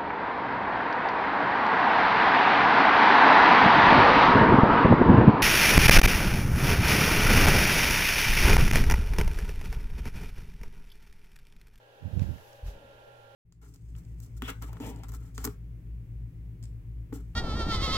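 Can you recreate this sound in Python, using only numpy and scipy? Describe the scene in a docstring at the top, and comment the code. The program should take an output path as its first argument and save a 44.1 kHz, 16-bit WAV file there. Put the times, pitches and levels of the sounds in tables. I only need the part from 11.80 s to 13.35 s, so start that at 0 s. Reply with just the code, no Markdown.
"""Moving air buffets a camera's right microphone as someone bends down for a duster.
Their clothes rub and swish, handling makes small ticks, and their shifting weight
gives the wooden floor a soft, deep bump. Behind it all, a fan and a duct rush quietly
and an appliance hums; its tones swell and fade as the camera moves."""
import sys
import numpy as np
from scipy.fft import rfft, irfft, next_fast_len
from scipy.io import wavfile
from scipy.ndimage import map_coordinates

SR = 44100
rng = np.random.default_rng(int(sys.argv[2]) if len(sys.argv) > 2 else 0)


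def file_out(sig):
    """Save sig as 16-bit WAV at sys.argv[1]."""
    # one column per channel
    cols = np.atleast_2d(sig).T
    # limit, then scale
    lim = np.clip(cols, -1, 1)
    pcm = np.round(lim * 32767).astype(np.int16)
    wavfile.write(sys.argv[1], SR, pcm)


N = 68355

# weight shifting onto the floor (time [s], level [dB], half width [s])
FLOOR_PUSHES = [(0.836, -36, 0.0031), (.861, -34.5, 0.0031), (.883, -34, 0.0027), (0.961, -46, 0.0096)]


def buffeting():
    """Swirling air rumbles and puffs on the right microphone; the left hears little of it."""
    # strength of the moving air (time [s], level [dB])
    draught = [(.19, -73), (.218, -39), (.26, -29), (.298, -39), (.32, -34), (.365, -23.5), (.40, -23.5),
               (.45, -30.5), (.505, -21.5), (.53, -33), (.56, -35.5), (.585, -51), (.63, -53), (.70, -69)]
    # the deep sound of its swirls (frequency [Hz], level [dB])
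    swirls = [(20, -13), (45, -1), (90, 6.5), (140, 0), (220, -11), (320, -17.5), (450, -26.5),
              (1000, -52.5), (3000, -80)]
    # the strongest swirls, each a suck and then a push (time [s], level [dB], half width [s])
    puffs = [(.281, -29.5, 0.0013), (0.3657, -26.5, 0.0012), (0.3761, -17, 0.0018), (0.421, -14.5, 0.0016),
             (0.4895, -25, .0015)]
    rumble = gains(draught) * noise(swirls)
    thumps = sum(amp(db) * push(s, width) for s, db, width in puffs)
    right_only = np.array([[0], [1]])
    return (rumble + thumps * right_only) * amp([[-25], [-1]])  # left, right dB


def floor_bump():
    """Soft pushes set the floorboards swinging, the same on both sides."""
    # the boards' own low notes (frequency [Hz], level [dB], time to fade by 60 dB [s])
    boards = [(46.5, -0.5, 0.25), (65.4, 3.5, 0.12), (122, -4.5, 0.054)]
    ring_db, ring_rise_s = -0.5, 0.0051
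    out = np.zeros(N)
    for s, db, width in FLOOR_PUSHES:
        t = time_since(s)
        ring = sum(amp(level - 60 * t / fade) * np.sin(2 * np.pi * hz * t) for hz, level, fade in boards)
        rise = 1 - np.exp(-t / ring_rise_s)
        out += amp(db) * (push(s, width) + amp(ring_db) * ring * rise)
    return out


def floor_shudder():
    """A low rumble lingers in the floor after the first push."""
    # the sound of the shaking floor (frequency [Hz], level [dB])
    rumble = [(20, -8), (50, -2), (100, -9.5), (200, -14), (350, -15.5), (600, -16), (2000, -58)]
    level_db, fade_s, rise_s = -47, 1.16, 0.08
    t = time_since(FLOOR_PUSHES[0][0])
    return amp(level_db - 60 * t / fade_s) * (1 - np.exp(-t / rise_s)) * noise(rumble)[0]


def clothes():
    """Each stroke of cloth swells and dies: a grainy rub, with a fine fizz of fibres on the left."""
    # strokes (time [s], level [dB], rise [s], fall [s], extra fizz [dB])
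    swishes = [(.385, -65.5, 0.1, 0.18, 0.5), (0.414, -58, 0.016, 0.06, -13), (0.674, -63, 0.46, 0.22, 5),
               (0.866, -56.5, 0.021, 0.085, 1.5)]
    # cloth rubbing (frequency [Hz], level [dB])
    cloth = [(200, -17), (600, 7), (1300, 1), (3000, -3), (4700, -3), (6800, -5.5), (9000, -13),
             (15000, -18)]
    # which side the rub leans to (frequency [Hz], left minus right [dB])
    balance = [(700, -6.5), (1400, -2.5), (2500, -4.5), (4500, -2.5), (8000, 3.5), (12000, 10)]
    # fibres fizzing (frequency [Hz], level [dB])
    fibres = [(3000, -44), (6500, -26), (9000, -15), (11000, -2.5), (15500, -5)]
    t, out = np.arange(N) / SR, np.zeros((2, N))
    for s, db, rise, fall, fizz_db in swishes:
        grainy_level = amp(db + 0.63 * wobble(250))
        swell = 2 * np.exp(-np.logaddexp(2 * (s - t) / rise, 2 * (t - s) / fall))  # a rounded hill
        rub = filtered(noise(cloth), lambda hz: pan(along(balance, hz)))
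        fizz = amp(fizz_db - 8.5) * pan(db=20) * noise(fibres)
        out += grainy_level * swell * (rub + fizz)
    return out


def plastic_click():
    """A small piece of plastic clicks and rings for a few milliseconds."""
    # its notes (frequency [Hz], level [dB], time to fade by 60 dB [s], left minus right [dB])
    notes = [(1030, -7, 0.0046, 1), (1650, -4, 0.0047, -4), (2530, -0.5, 0.0082, -31),
             (3800, -1.5, 0.0052, -18), (5600, -4.5, 0.0048, 17), (6800, -9.5, 0.01, 22)]
    t, level_db = time_since(0.3953), -40.5
    return sum(pan(side_db) * amp(level_db + db - 60 * t / fade) * np.sin(2 * np.pi * hz * t)
               for hz, db, fade, side_db in notes)


def handling_ticks():
    """Handling makes short, dry snaps, each a quick burst of noise."""
    # snaps (time [s], level [dB], frequency [Hz], time to fade by 60 dB [s], left minus right [dB])
    snaps = [(.4265, -54.5, 12000, .014, 9), (0.428, -55, 2430, 0.045, -16), (0.582, -52.5, 1600, .03, 10),
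             (0.73, -56.5, 5470, .02, 0), (1.434, -64.5, 3000, 0.017, -2)]
    out = np.zeros((2, N))
    for s, db, hz, fade, side_db in snaps:
        t = time_since(s)
        out += (t > 0) * amp(db - 60 * t / fade) * pan(side_db) * band(hz, octaves=0.42)
    return out


def room_air():
    """A fan rushes steadily while a duct rings with one fluttering note."""
    # the fan's rush (frequency [Hz], level [dB])
    rush = [(20, 0.5), (50, -11), (85, -12), (180, -16), (280, -11.5), (400, -4), (560, 5), (680, -6),
            (900, -5.5), (1200, -16.5), (1650, -8), (2100, -18.5), (2800, -11), (3800, -18), (4800, -25),
            (6500, -28), (9000, -34.5), (11000, -28.5), (15500, -34.5)]
    # which side it leans to (frequency [Hz], left minus right [dB])
    balance = [(60, 4), (110, -4), (200, 1), (380, 2), (700, -2), (1290, 0.5), (2380, -11.5), (4400, -10.5),
               (8120, 3), (15000, 3)]
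    # its loudness (time [s], level [dB])
    fan_level = [(0, -59), (.4, -54.5), (.8, -56), (1.0, -55), (1.55, -56)]
    # loudness of the duct's note (time [s], level [dB])
    duct_level = [(0, -84), (.75, -66), (1.0, -57.5), (1.18, -69.5), (1.28, -53.5), (1.35, -55.5),
                  (1.41, -64), (1.55, -60.5)]
    fan = filtered(spread(noise(rush)), lambda hz: pan(along(balance, hz)))
    duct = pan(db=4.5) * spread(band(centre_hz=561, octaves=0.064))
    return gains(fan_level) * fan + gains(duct_level) * duct


def appliance():
    """A motor's tones swell and fade as the camera passes the room's loud and quiet spots."""
    # the low hum (time [s], level [dB])
    hum_level = [(0, -69), (.1, -67), (.17, -75), (.6, -62.5), (.8, -62.5), (1.0, -65.5), (1.2, -64),
                 (1.33, -61), (1.55, -65.5)]
    # the higher whine (time [s], left level [dB], right level [dB])
    whine_level = [(0, -63, -74), (.4, -60, -68), (.8, -58, -81), (1.1, -68.5, -62.5), (1.45, -65, -59.5),
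                   (1.55, -76, -56)]
    # the thin whistle (time [s], left level [dB], right level [dB])
    whistle_level = [(0, -72.5, -74), (.35, -70, -74), (.6, -65, -69), (.78, -83, -81), (.95, -82, -67.5),
                     (1.12, -64.5, -63), (1.35, -68, -61.5), (1.55, -75, -61)]
    hum_hz, whine_hz, whistle_hz = 116.9, 809.5, 1385
    waver_db, rough_db, whine_lag = 1.5, 2.5, 2.32
    hum = gains(hum_level) * amp(waver_db * wobble(14.4)) * tone(hum_hz, drift_hz=2.8, rate=12.2)
    roughness = amp(rough_db * wobble(70))
    whine = gains(whine_level) * roughness * tone(whine_hz, drift_hz=2, rate=30, lag=whine_lag)
    overtone = amp(-69) * tone(2 * whine_hz, drift_hz=3.96, rate=30, lag=whine_lag)
    whistle = gains(whistle_level) * tone(whistle_hz, drift_hz=0.99, rate=17, lag=2.1)
    return hum + whine + overtone + whistle


def spread(pair):
    """Mix two unrelated noises into left and right, nearly the same in the bass."""
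    # how alike the sides are (frequency [Hz], likeness [1 same, 0 unrelated, -1 opposite])
    likeness = [(60, 1), (130, 0.68), (290, 0.91), (640, 0.53), (1410, -0.36), (3100, 0.019), (6820, 0.011),
                (15000, -0.063)]

    def shares(hz):
        angle = np.arccos(np.clip(along(likeness, hz), -1, 1)) / 2
        return np.array([np.cos(angle), np.sin(angle)])

    middle, side = filtered(pair, shares)
    return np.array([middle + side, middle - side])


def amp(db):
    """Turn decibels into a gain, the number a sound is multiplied by."""
    return 10 ** (np.asarray(db) / 20)


def unit(x):
    """Scale a sound to an average strength (rms) of 1."""
    return x / np.sqrt(np.mean(x ** 2) + 1e-20)


def time_since(s):
    """Seconds since time s; zero before it."""
    return np.maximum(np.arange(N) / SR - s, 0)


def along(points, hz):
    """Read between (frequency, value) points, with octaves evenly spaced."""
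    frequencies, values = np.transpose(points)
    return np.interp(np.log(hz + 1), np.log(frequencies + 1), values)


def gains(rows):
    """One gain per sample for each dB column after the time."""
    times, *levels = np.transpose(rows)
    return amp([np.interp(np.arange(N) / SR, times, db) for db in levels])


def wobble(rate):
    """A smooth curve through rate random points a second."""
    points = rng.standard_normal(int(N * rate / SR) + 4)
    return map_coordinates(points, [np.arange(N) * rate / SR])


def filtered(x, response):
    """Turn each frequency of x up or down by the gain response(hz)."""
    size = next_fast_len(N + SR // 4)
    hz = np.fft.rfftfreq(size, 1 / SR)
    return irfft(rfft(x, size) * response(hz), size)[..., :N]


def pan(db):
    """Gains that make the left db louder than the right, keeping the total power."""
    sides = amp(np.array([db, -db]).reshape(2, -1) / 2)
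    return sides / np.sqrt(np.mean(sides ** 2, axis=0))


def band(centre_hz, octaves):
    """Two unrelated noises in a bell-shaped band around one pitch."""
    white = rng.standard_normal((2, N))
    return unit(filtered(white, lambda hz: np.exp(-.5 * (np.log2((hz + 1) / centre_hz) / octaves) ** 2)))


def noise(spectrum):
    """Two unrelated noises shaped by (frequency, level) points."""
    return unit(filtered(rng.standard_normal((2, N)), lambda hz: amp(along(spectrum, hz))))


def push(s, width):
    """One smooth pressure swing around time s: down to -1, then up to 1."""
    offset = (np.arange(N) / SR - s) / width
    return offset * np.exp(.5 * (1 - offset ** 2))


def tone(hz, drift_hz, rate, lag=0):
    """A slightly unsteady pure tone that reaches the left side lag radians late."""
    cycles = np.cumsum(hz + drift_hz * wobble(rate)) / SR
    phase = 2 * np.pi * (cycles + rng.random())
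    return np.sqrt(2) * np.sin(np.array([phase - lag, phase]))


def scene():
    """Movement close to the camera, over the room's hum."""
    movement = buffeting() + floor_bump() + floor_shudder() + clothes()
    return movement + plastic_click() + handling_ticks() + room_air() + appliance()


def record(dry):
    """The camera cuts off the very highest treble."""
    return filtered(dry, lambda hz: hz < 15800)


dry = scene()
out = record(dry)
file_out(out)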